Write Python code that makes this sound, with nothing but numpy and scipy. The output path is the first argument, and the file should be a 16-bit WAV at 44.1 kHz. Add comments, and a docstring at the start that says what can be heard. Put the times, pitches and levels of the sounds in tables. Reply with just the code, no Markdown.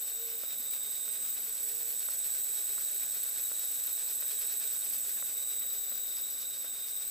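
"""A brushless motor creeps in a model crawler on a stand, turning its wheels close to a handheld camera.
From the start the speed controller's switching tone sings in the windings, modulated by each commutation
step; the steps ring the motor can, rattle the gears and shake the chassis, and the shaft surges once a
turn. In the first two seconds come a short hum, a dull bump and a second hum; soft ticks recur throughout.
The camera moves in, then draws back after five seconds, and near reflections comb the hiss as it goes."""
import sys
import numpy as np
from scipy import signal
from scipy.fft import rfft, irfft, next_fast_len
from scipy.io import wavfile
from scipy.ndimage import map_coordinates

SR = 44100
rng = np.random.default_rng(int(sys.argv[2]) if len(sys.argv) > 2 else 0)


def transcribe(signal):
    """Save signal, clipped to [-1, 1], as a 16-bit WAV file at the path in sys.argv[1]."""
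    frames = np.atleast_2d(signal).T
    limited = np.clip(frames, -1, 1)
    pcm = np.round(limited * 32767).astype(np.int16)
    wavfile.write(sys.argv[1], SR, pcm)


N = 313330
TIME = np.arange(N) / SR


def amp(db):
    return 10 ** (np.asarray(db) / 20)


def unit_rms(x):
    return x / np.sqrt(np.mean(x ** 2) + 1e-20)


def along(points, hz):
    """Interpolation of (Hz, value) points on a log frequency axis."""
    f, values = np.transpose(points)
    return np.interp(np.log(hz + 1), np.log(f + 1), values)


def curves(rows):
    """Linear interpolation: one value per sample for each column after the time."""
    times, *columns = np.transpose(rows)
    return [np.interp(TIME, times, column) for column in columns]


def wobble(rate):
    """Smooth random modulation with rate knots a second."""
    grid = np.arange(0, N * rate / SR + 1, 1 / 4)
    knots = rng.standard_normal(int(N * rate / SR) + 4)
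    return np.interp(TIME * rate, grid, map_coordinates(knots, [grid]))


def pulse(phase, at, width):
    """A periodic Gaussian pulse; place and width in cycles."""
    return np.exp(-(((phase - at + .5) % 1 - .5) / width) ** 2)


def filtered(x, response):
    """Linear filtering by a complex frequency response."""
    size = next_fast_len(N + SR // 2)
    return irfft(rfft(x, size) * response(np.fft.rfftfreq(size, 1 / SR)), size)[..., :N]


def resonance(f, hz, width):
    """Response of a damped oscillator; bandwidth in Hz."""
    return 1j * f * width / (hz * hz - f * f + 1j * f * width)


def mode(hz, width, skirt=0.13):
    """Two resonances in cascade: the broad one steepens the skirts of the narrow one."""
    return lambda f: resonance(f, hz, width) * resonance(f, hz, skirt * hz)


def panned(db):
    """Constant-power gains for a left-minus-right level difference."""
    gains = amp(np.array([db, -db]) / 2).reshape(2, -1)
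    return gains / np.sqrt(np.mean(gains ** 2, axis=0))


# Likeness of the two channels. Each row: frequency in Hz, left-right coherence from 0 to 1.
COHERENCE = [(100, 1), (350, 0.89), (650, 0.77), (1100, 0.96), (2200, 1), (3700, 0.92), (7000, 0.91),
             (10000, 0.73), (15000, 0.33)]

def shaken(force, response, lag_s=1.5e-5):
    """Random forcing of a linear system: partly coherent stereo noise of rms 1, the right side leading."""
    size = next_fast_len(N + SR // 8, real=True)
    f = np.fft.rfftfreq(size, 1 / SR)
    coherence = along(COHERENCE, f)
    spectrum = rfft(force * rng.standard_normal((2, N)), size) * response(f)
    mid, side = spectrum * np.sqrt([1 + coherence, 1 - coherence])
    left = (mid + side) * np.exp(-2j * np.pi * f * lag_s)
    return unit_rms(irfft([left, mid - side], size)[:, :N])


# Spectrum of the room air. Each row: frequency in Hz, relative density in dB.
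AIR_SPECTRUM = [(20, -40), (65, -38), (105, -18), (160, -4), (210, -4), (350, -3), (500, 0), (900, -7.5),
                (3000, -22), (15000, -45)]
# The room's low hum. Each row: time in seconds, mean level in dB.
ROOM_HUM = [(0.0, -85), (.6, -84), (.85, -74.5), (1.4, -75), (1.8, -85), (2.7, -83.5), (3.0, -75.5),
            (4.4, -78), (4.9, -74), (5.4, -78.5), (5.9, -75), (6.6, -77.5), (7.1, -81)]

def room(air_db=-68.0, hum_hz=236):
    """Ambient noise: quiet air and a faint hum under random amplitude and phase modulation."""
    hum_db, = curves(ROOM_HUM)
    level = amp(hum_db + 2.7 * wobble(9))
    hum = level * np.sqrt(2) * np.sin(2 * np.pi * hum_hz * TIME + 1.9 * wobble(8))
    return hum + amp(air_db) * shaken(1, lambda f: amp(along(AIR_SPECTRUM, f)))


# Hums near the microphone. Each row: start in seconds, end in seconds, level in dB.
SHORT_HUMS = [(0.162, 0.402, -57.5), (1.613, 1.955, -62)]

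def short_hums(hz=460.0, fade_s=0.11, left_lead_rad=0.18):
    """A nearly pure tone under two trapezoidal envelopes."""
    swell = sum(amp(db) * np.clip(np.minimum(TIME - start, end - TIME) / fade_s + .5, 0, 1)
                for start, end, db in SHORT_HUMS)
    phase = 2 * np.pi * hz * TIME + 0.13 * wobble(19) + np.array([[left_lead_rad], [0]])
    return swell * np.sqrt(2) * np.sin(phase)


def struck(start, modes, attack_s=0.0001):
    """Free vibration: (Hz, dB, T60 in seconds) modes start together and decay exponentially."""
    t = np.arange(SR // 5) / SR
    ring = sum(amp(db + rng.normal(0, 1) - 60 * t / t60) * np.sin(2 * np.pi * hz * t)
               for hz, db, t60 in modes)
    return np.pad(ring * (1 - np.exp(-t / attack_s)), (round(start * SR), N))[:N]


def bump(start_s=.5975, gain_db=-52):
    """Low, heavily damped modes with a soft onset make one dull bump."""
    modes = [(130, -12, .05), (214, -6, 0.05), (260, 3.5, 0.058)]
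    return amp(gain_db) * struck(start_s, modes, attack_s=0.0023)


# Soft ticks. Each row: start in seconds, gain in dB, extra gain of the low knock in dB.
TICKS = [(0.435, -44.5, 4), (1.0797, -44, -4), (2.0868, -38.5, -9), (2.7815, -41, -5.5),
         (3.5166, -41.5, -2), (4.2249, -41.5, -3.5), (5.2257, -40.5, -6), (5.921, -44.5, 1),
         (6.6447, -48.5, 6)]
# Modes of a tick and of its knock. Each row: frequency in Hz, relative level in dB, T60 in seconds.
TICK_MODES = [(1130, 1, 0.0084), (1380, 1, 0.015), (1870, -6, 0.015), (2200, -21, 0.0047)]
KNOCK_MODES = [(290, -10, 0.027), (583, 3.5, .016)]

def ticks(low_cut_hz=290):
    """Impulse excitation: dry ticks near the microphone, too light to carry bass."""
    rings = sum(amp(db) * (struck(start, TICK_MODES) + amp(knock_db) * struck(start, KNOCK_MODES))
                for start, db, knock_db in TICKS)
    return filtered(rings, lambda f: (1j * f / (1j * f + low_cut_hz)) ** 2)


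# The shaft's progress, about nine turns a second. Each row: time in seconds, turns completed.
SHAFT_TURNS = [(-0.148, 0), (0.259, 4), (0.917, 10), (1.533, 16), (2.871, 28), (3.332, 32), (4.06, 38),
               (4.688, 44), (6.027, 56), (6.486, 60), (7.192, 66)]

def rotation(steps_per_turn=13.91, surge=.155, gear_steps=26.35, gear_surge=.052, jitter=.014):
    """Periodic load: shaft and slower gear each drag once a turn, modulating the commutation rate."""
    shaft, = curves(SHAFT_TURNS)
    steps = steps_per_turn * (shaft - surge * np.sin(2 * np.pi * shaft) / (2 * np.pi))
    steps -= gear_surge * gear_steps * np.sin(2 * np.pi * (steps / gear_steps + .43)) / (2 * np.pi)
    return shaft, steps + jitter * wobble(90)


# Groans of the drive train. Each row: peak time in seconds, frequency in Hz, relative level in dB.
GROANS = [(0.871, 405, -68), (1.084, 420, -66.3), (1.18, 415, -65.7), (1.386, 410, -68),
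          (1.487, 430, -66.0), (1.708, 400, -66.7), (2.264, 416, -66), (2.379, 400, -68),
          (2.504, 400, -65.1), (2.597, 400, -65), (2.718, 402, -65), (2.949, 400, -66.7),
          (3.174, 400, -65.0), (3.403, 400, -68.0), (4.116, 397, -66), (4.335, 415, -63.4),
          (4.451, 424, -64), (4.542, 426, -64.4), (4.654, 417, -63.7), (4.743, 400, -67), (4.866, 397, -68),
          (5.082, 410, -65.1), (5.372, 430, -65), (5.532, 410, -66), (5.758, 415, -66), (5.864, 395, -70),
          (6.206, 404, -68.6), (6.555, 400, -70)]

def groans(gain_db=1.0, swell_s=0.021):
    """Gaussian tone bursts: brief tones near 400 Hz swell in the chassis, mostly as the shaft surges."""
    t = np.arange(-SR // 10, SR // 10) / SR
    swell = np.exp(-(t / swell_s) ** 2)
    out = np.zeros(N + SR)
    for peak, hz, db in GROANS:
        tone = np.sqrt(2) * np.sin(2 * np.pi * (hz * t + rng.random()))
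        out[round((peak + t[0]) * SR):][:len(t)] += amp(db + gain_db) * swell * tone
    return out[:N]


# Modes of the chassis. Each row: frequency in Hz, bandwidth in Hz, relative level in dB.
CHASSIS_MODES = [(237, 17, -4.5), (407, 27, -3.5), (467, 16, 4), (546, 40, 0.5), (730, 71, -6),
                 (1548, 61, -1.5)]

def chassis(shaft, steps, level_db=-65.5, scatter=0.14, radiate_hz=170, surge_db=3.5):
    """Modal superposition: torque steps thud through a chassis too small to radiate deep bass."""
    def response(f):
        modes = sum((-1) ** k * amp(db) * resonance(f, hz, width)
                    for k, (hz, width, db) in enumerate(CHASSIS_MODES))
        return modes * f * f / (f * f + radiate_hz ** 2)

    jolts = np.diff(np.floor(steps), prepend=np.floor(steps[0]))
    jolts *= 1 + scatter * rng.standard_normal(N)
    jolts *= amp(surge_db * pulse(shaft, at=0.63, width=0.12))
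    return amp(level_db) * unit_rms(filtered(jolts, response))


# Reflection off the tyre. Each row: time in seconds, delay in milliseconds, share of direct amplitude.
TYRE_ECHO = [(0.0, 0.66, 0.13), (.27, 0.69, 0.12), (.7, 0.77, 0.16), (1.25, 0.75, 0.098), (1.6, 0.84, 0.14),
             (4.95, 0.85, 0.032), (5.3, 0.78, 0.12), (5.6, 0.77, 0.12), (6.0, 0.77, 0.12),
             (6.5, 0.74, 0.089), (7.1, 0.74, 0.16)]
# Reflection off the frame, heard from above. Each row: time in seconds, share of direct amplitude.
FRAME_ECHO = [(1.3, 0), (1.7, .24), (4.6, .24), (5.1, .18), (5.4, 0)]

def reflections(direct, frame_ms=1.093, phase_rad=1.5, second_ms=0.55, second_share=0.36):
    """Comb filtering: short echoes interfere with the direct sound, and shift as the camera moves."""
    hz, t, spectra = signal.stft(direct, SR, nperseg=512)
    tyre_ms, tyre, frame = (np.interp(t, TIME, c) for c in curves(TYRE_ECHO) + curves(FRAME_ECHO))
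    delay = lambda ms: np.exp(-2j * np.pi * hz[:, None] * ms / 1000)
    first = np.exp(-1j * phase_rad) * (tyre * delay(tyre_ms) + frame * delay(frame_ms))
    second = second_share * tyre * delay(tyre_ms + second_ms)
    return signal.istft(spectra * (1 + first + second), SR, nperseg=512)[1][:, :N]


# Teeth that catch. Each row: peak time in seconds, lift below the split in dB, lift above it in dB.
SCRAPES = [(.28, 2.5, 4), (.402, 0.5, 3), (.515, 2.5, 1), (.735, 6, 4.5), (.945, 0, 1), (1.15, 3.5, 1),
           (1.362, 4.5, 1), (1.563, 3.5, 2), (1.8, 2, 0), (2.007, 2.5, 3), (2.11, 2, 4.5), (2.26, 5, 5),
           (2.35, 1.5, 2), (2.575, 3, 3.5), (2.688, 3, -2), (2.796, 0, 4), (3.028, 6, 1.5), (3.16, 2, 1),
           (3.255, 1.5, 1), (3.74, 1.5, 0), (3.98, 1.5, 1), (4.085, 1.5, 4), (4.22, 3.5, 2),
           (4.312, 3.5, 6.5), (4.415, 5, 4), (4.512, 3.5, 3.5), (4.61, 4.5, 3), (4.716, 2, 3),
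           (4.935, 3, 6), (5.17, 4, -2), (5.614, 5, -2), (5.74, 0.5, 3), (5.949, 0, 1), (6.08, -1, 5),
           (6.165, 3, 7), (6.31, 0, 5), (6.407, 0, 6), (6.545, 0, 5), (6.881, 2, 7)]

def scraped(rustle, split_hz=3900, rise_s=0.0055, fade_s=0.033):
    """Transient friction: catching teeth lift the rustle, dully or brightly; it rises fast and fades."""
    t = TIME[::32]
    peaks, *lifts = np.transpose(SCRAPES)
    since = t - peaks[:, None]
    shapes = np.exp(-np.clip(np.maximum(-since / rise_s, since / fade_s), 0, 20))
    middle_gain, treble_gain = (amp(np.interp(TIME, t, db @ shapes)) for db in lifts)
    middle = filtered(rustle, lambda f: 1 / (1 + (f / split_hz) ** 10))
    return middle_gain * middle + treble_gain * (rustle - middle)


# Spectrum of the rubbing teeth. Each row: frequency in Hz, relative density in dB.
RUSTLE_SPECTRUM = [(100, -52), (300, -14.5), (600, -8.5), (950, -8), (1400, -1.5), (1800, -2.5),
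                   (2400, -1.5), (3050, -0.5), (3450, -2), (4000, 1), (4400, 1.5), (4950, 1), (5520, 4),
                   (5800, 2), (6400, -3), (13000, 0), (15500, 0.5)]

def gear_rustle(shaft, steps, near_db, gain_db=-47, gear_ratio=.528):
    """Sliding friction: teeth rub harder once per turn of the shaft and of the slower gear."""
    rub_db = 1.18 * np.cos(2 * np.pi * (shaft - 0.42))
    rub_db += 0.93 * np.cos(2 * np.pi * (gear_ratio * shaft - 0.19))
    grain_db = 0.74 * wobble(40) + 1.5 * wobble(700)
    friction = amp(rub_db + grain_db) * (1 + 0.33 * pulse(steps, at=0.097, width=0.062))
    rustle = shaken(friction, lambda f: amp(along(RUSTLE_SPECTRUM, f)))
    return amp(gain_db + 0.46 * near_db) * scraped(rustle)


# Spectrum of the steps' rasp. Each row: frequency in Hz, relative density in dB.
RASP_SPECTRUM = [(2500, -22.5), (5000, -18.5), (6400, -3.5), (7100, -1), (7480, 6), (7660, 4), (7850, 6),
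                 (8400, 0.5), (8850, -7), (9850, -6.5), (11200, -0.5), (12700, -19), (14000, -9),
                 (15500, -8.5)]

def step_rasp(steps, near_db, gain_db=-45):
    """Pulse-modulated noise: each step rasps as the current changes winding."""
    force = 0.5 + pulse(steps, at=0.747, width=0.03) + .5 * pulse(steps, at=0.5, width=0.085)
    rasp = shaken(force, lambda f: amp(along(RASP_SPECTRUM, f)))
    return amp(gain_db + 1.18 * near_db) * panned(-1.7) * rasp


def throb(shaft, at):
    """Modulation at the fourth harmonic of the shaft's rotation."""
    return np.cos(2 * np.pi * (4 * shaft - at))


# Ringing of the gear case. Each row: time in seconds, lower mode level in dB, upper mode level in dB.
CASE_LEVELS = [(0.0, -57, -60), (0.55, -56, -56.5), (1.0, -54, -54), (1.55, -60.5, -60.5),
               (2.1, -58.5, -59.5), (2.6, -63, -53), (3.3, -61, -54.5), (4.55, -58.5, -53),
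               (5.05, -58, -60), (5.4, -57, -53), (6.2, -54.5, -53.5), (6.55, -56.5, -56), (6.85, -54, -55),
               (7.1, -58, -54)]

def gear_case(shaft, waver_rad=0.71):
    """Resonance: the meshing gears keep two modes of their case ringing at a wavering pitch."""
    low_db, high_db = curves(CASE_LEVELS)
    mesh = amp(0.3 * throb(shaft, at=0.79) + 0.97 * wobble(60))
    ring = amp(low_db) * shaken(mesh, mode(hz=3705, width=56, skirt=0.074))
    ring += amp(high_db) * shaken(mesh, mode(hz=3860, width=60, skirt=0.074))
    analytic = signal.hilbert(ring, next_fast_len(N))[:, :N]
    return np.real(analytic * np.exp(1j * waver_rad * wobble(70)))


# The can's top mode. Each row: time in seconds, relative level in dB, left minus right in dB.
CAN_TOP_MODE = [(0.0, -46, 3.5), (0.65, -44, -4.0), (0.75, -43, 9.0), (1.03, -46.5, -5.0), (1.3, -41, 5.0),
                (1.56, -44.5, 5), (1.74, -43.5, -6.5), (2.19, -44.5, 7.0), (2.89, -43.5, 2), (3.14, -44, 9),
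                (4.67, -43.5, 2.5), (5.46, -45, 6.0), (5.59, -41.5, 0.0), (6.11, -43.5, 8.5),
                (6.58, -48.5, -7), (7.1, -43, 10.0)]

def motor_can(shaft, steps, near_db, low_db=-52, mid_db=-39.5, top_gain_db=4.0, follow=0.91):
    """Shell resonance: each step rings the can. Its lowest mode swells once a turn as the shaft
    speeds up; the higher two flutter four times a turn."""
    top_db, top_pan = curves(CAN_TOP_MODE)
    kicks = 1.65 + pulse(steps, at=0.76, width=0.055)
    low = shaken(kicks * amp(4.0 * pulse(shaft, at=0.45, width=0.17)), mode(hz=9300, width=180))
    mid = shaken(kicks * amp(3.5 * throb(shaft, at=0.64)), mode(hz=11752, width=56))
    top = shaken(kicks * amp(throb(shaft, at=.2)), mode(hz=14962, width=69))
    return (amp(low_db + follow * near_db) * panned(-1.7) * low
            + amp(mid_db + follow * near_db) * panned(-1.6) * mid
            + amp(top_db + top_gain_db) * panned(top_pan) * top)


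# The switching tone and its sidebands fade in and out as the camera crosses their standing waves.
# Each row: time in seconds, relative level in dB, left minus right in dB.
CARRIER = [(0.0, -40.4, -4), (0.45, -48.9, 3), (0.75, -40.8, -14), (1.45, -47.4, 1), (1.6, -42.9, -11),
           (2.05, -44.2, -17), (2.35, -40.1, -10), (3.2, -41.8, -4), (4.85, -40.7, -9), (5.15, -43.8, -8),
           (5.5, -39.4, -5), (5.65, -43.0, -6), (5.8, -55.4, -1), (6.2, -47.3, -10), (6.5, -58.7, -1),
           (6.95, -43.3, -5), (7.1, -43.4, -2)]
LOWER_SIDEBAND = [(0.0, -42.9, 12), (0.25, -44.2, -3), (0.35, -47.4, -6), (0.7, -41.6, -1),
                  (1.15, -45.7, -5), (1.3, -42.5, -6), (1.45, -46.5, -3), (1.65, -39.4, -5),
                  (1.8, -41.7, -3), (2.2, -39.3, -6), (3.2, -42.0, -5), (4.75, -41.3, -3), (5.2, -42.4, -5),
                  (5.7, -40.2, 2), (6.75, -42.7, -1), (6.85, -48.5, 0), (7.1, -47.7, 0)]
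UPPER_SIDEBAND = [(0.0, -47.7, -8), (0.2, -51.9, -8), (0.35, -50.0, 1), (0.75, -52.5, -4),
                  (1.0, -40.3, -11), (1.15, -39.5, -7), (1.85, -50.1, -1), (2.05, -43.2, -3),
                  (3.0, -43.2, -8), (3.5, -45.8, -4), (4.65, -41.1, -10), (5.2, -46.5, 0), (5.3, -49.6, -1),
                  (5.6, -44.3, -2), (5.8, -48.8, 2), (6.15, -46.8, 7), (7.1, -44.5, -4)]

def switching_whine(shaft, steps, switch_hz=8027.4, second_order_db=-17, twist_rad=1.29, drift_rad=0.12):
    """Amplitude and phase modulation: the steps give the tone sidebands that follow the surges."""
    load_db = 1.5 * np.cos(2 * np.pi * shaft)  # the modulation is deepest where the shaft drags
    step = np.exp(2j * np.pi * steps)

    def heard(table, gain_db, lead_rad):
        level_db, pan = curves(table)
        return amp(level_db + gain_db) * panned(pan) * np.exp(0.5j * np.array([[lead_rad], [-lead_rad]]))

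    def sideband(phasor):
        return amp(load_db + 1.44 * wobble(70)) * (phasor + amp(second_order_db) * phasor ** 2)

    carrier = heard(CARRIER, gain_db=0.8 * wobble(75), lead_rad=0.37)
    lower = heard(LOWER_SIDEBAND, gain_db=-0.2, lead_rad=-1.17) * sideband(step.conj())
    upper = heard(UPPER_SIDEBAND, gain_db=-1.0, lead_rad=-1.03) * sideband(step)
    envelope = carrier + lower + upper * np.exp(1j * twist_rad)
    phase = 2 * np.pi * switch_hz * TIME + drift_rad * wobble(56)
    return np.sqrt(2) * np.real(envelope * np.exp(1j * phase))


# The camera moves in over the motor and back out. Each row: time in seconds, closeness in dB.
CLOSENESS = [(0.0, -3.5), (0.35, -4), (2.0, -1), (3.4, 0), (4.6, -0.8), (5.15, 0), (5.6, -3.5), (7.1, -5)]

def scene():
    """Superposition: the drive train, paced by one rotation, adds to small sounds in a quiet room."""
    shaft, steps = rotation()
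    near_db, = curves(CLOSENESS)
    whine = switching_whine(shaft, steps)
    metal = gear_case(shaft) + motor_can(shaft, steps, near_db)
    hiss = reflections(gear_rustle(shaft, steps, near_db) + step_rasp(steps, near_db))
    drive_train = whine + metal + hiss + chassis(shaft, steps) + groans()
    return drive_train + ticks() + short_hums() + bump() + room()


def record(dry, low_cut_hz=105, top_hz=15350):
    """Band limiting: the camera thins the deep bass and passes nothing above its top frequency."""
    return filtered(dry, lambda hz: hz * hz / np.hypot(hz * hz, low_cut_hz ** 2) * (hz < top_hz))


dry = scene()
out = record(dry)
transcribe(out)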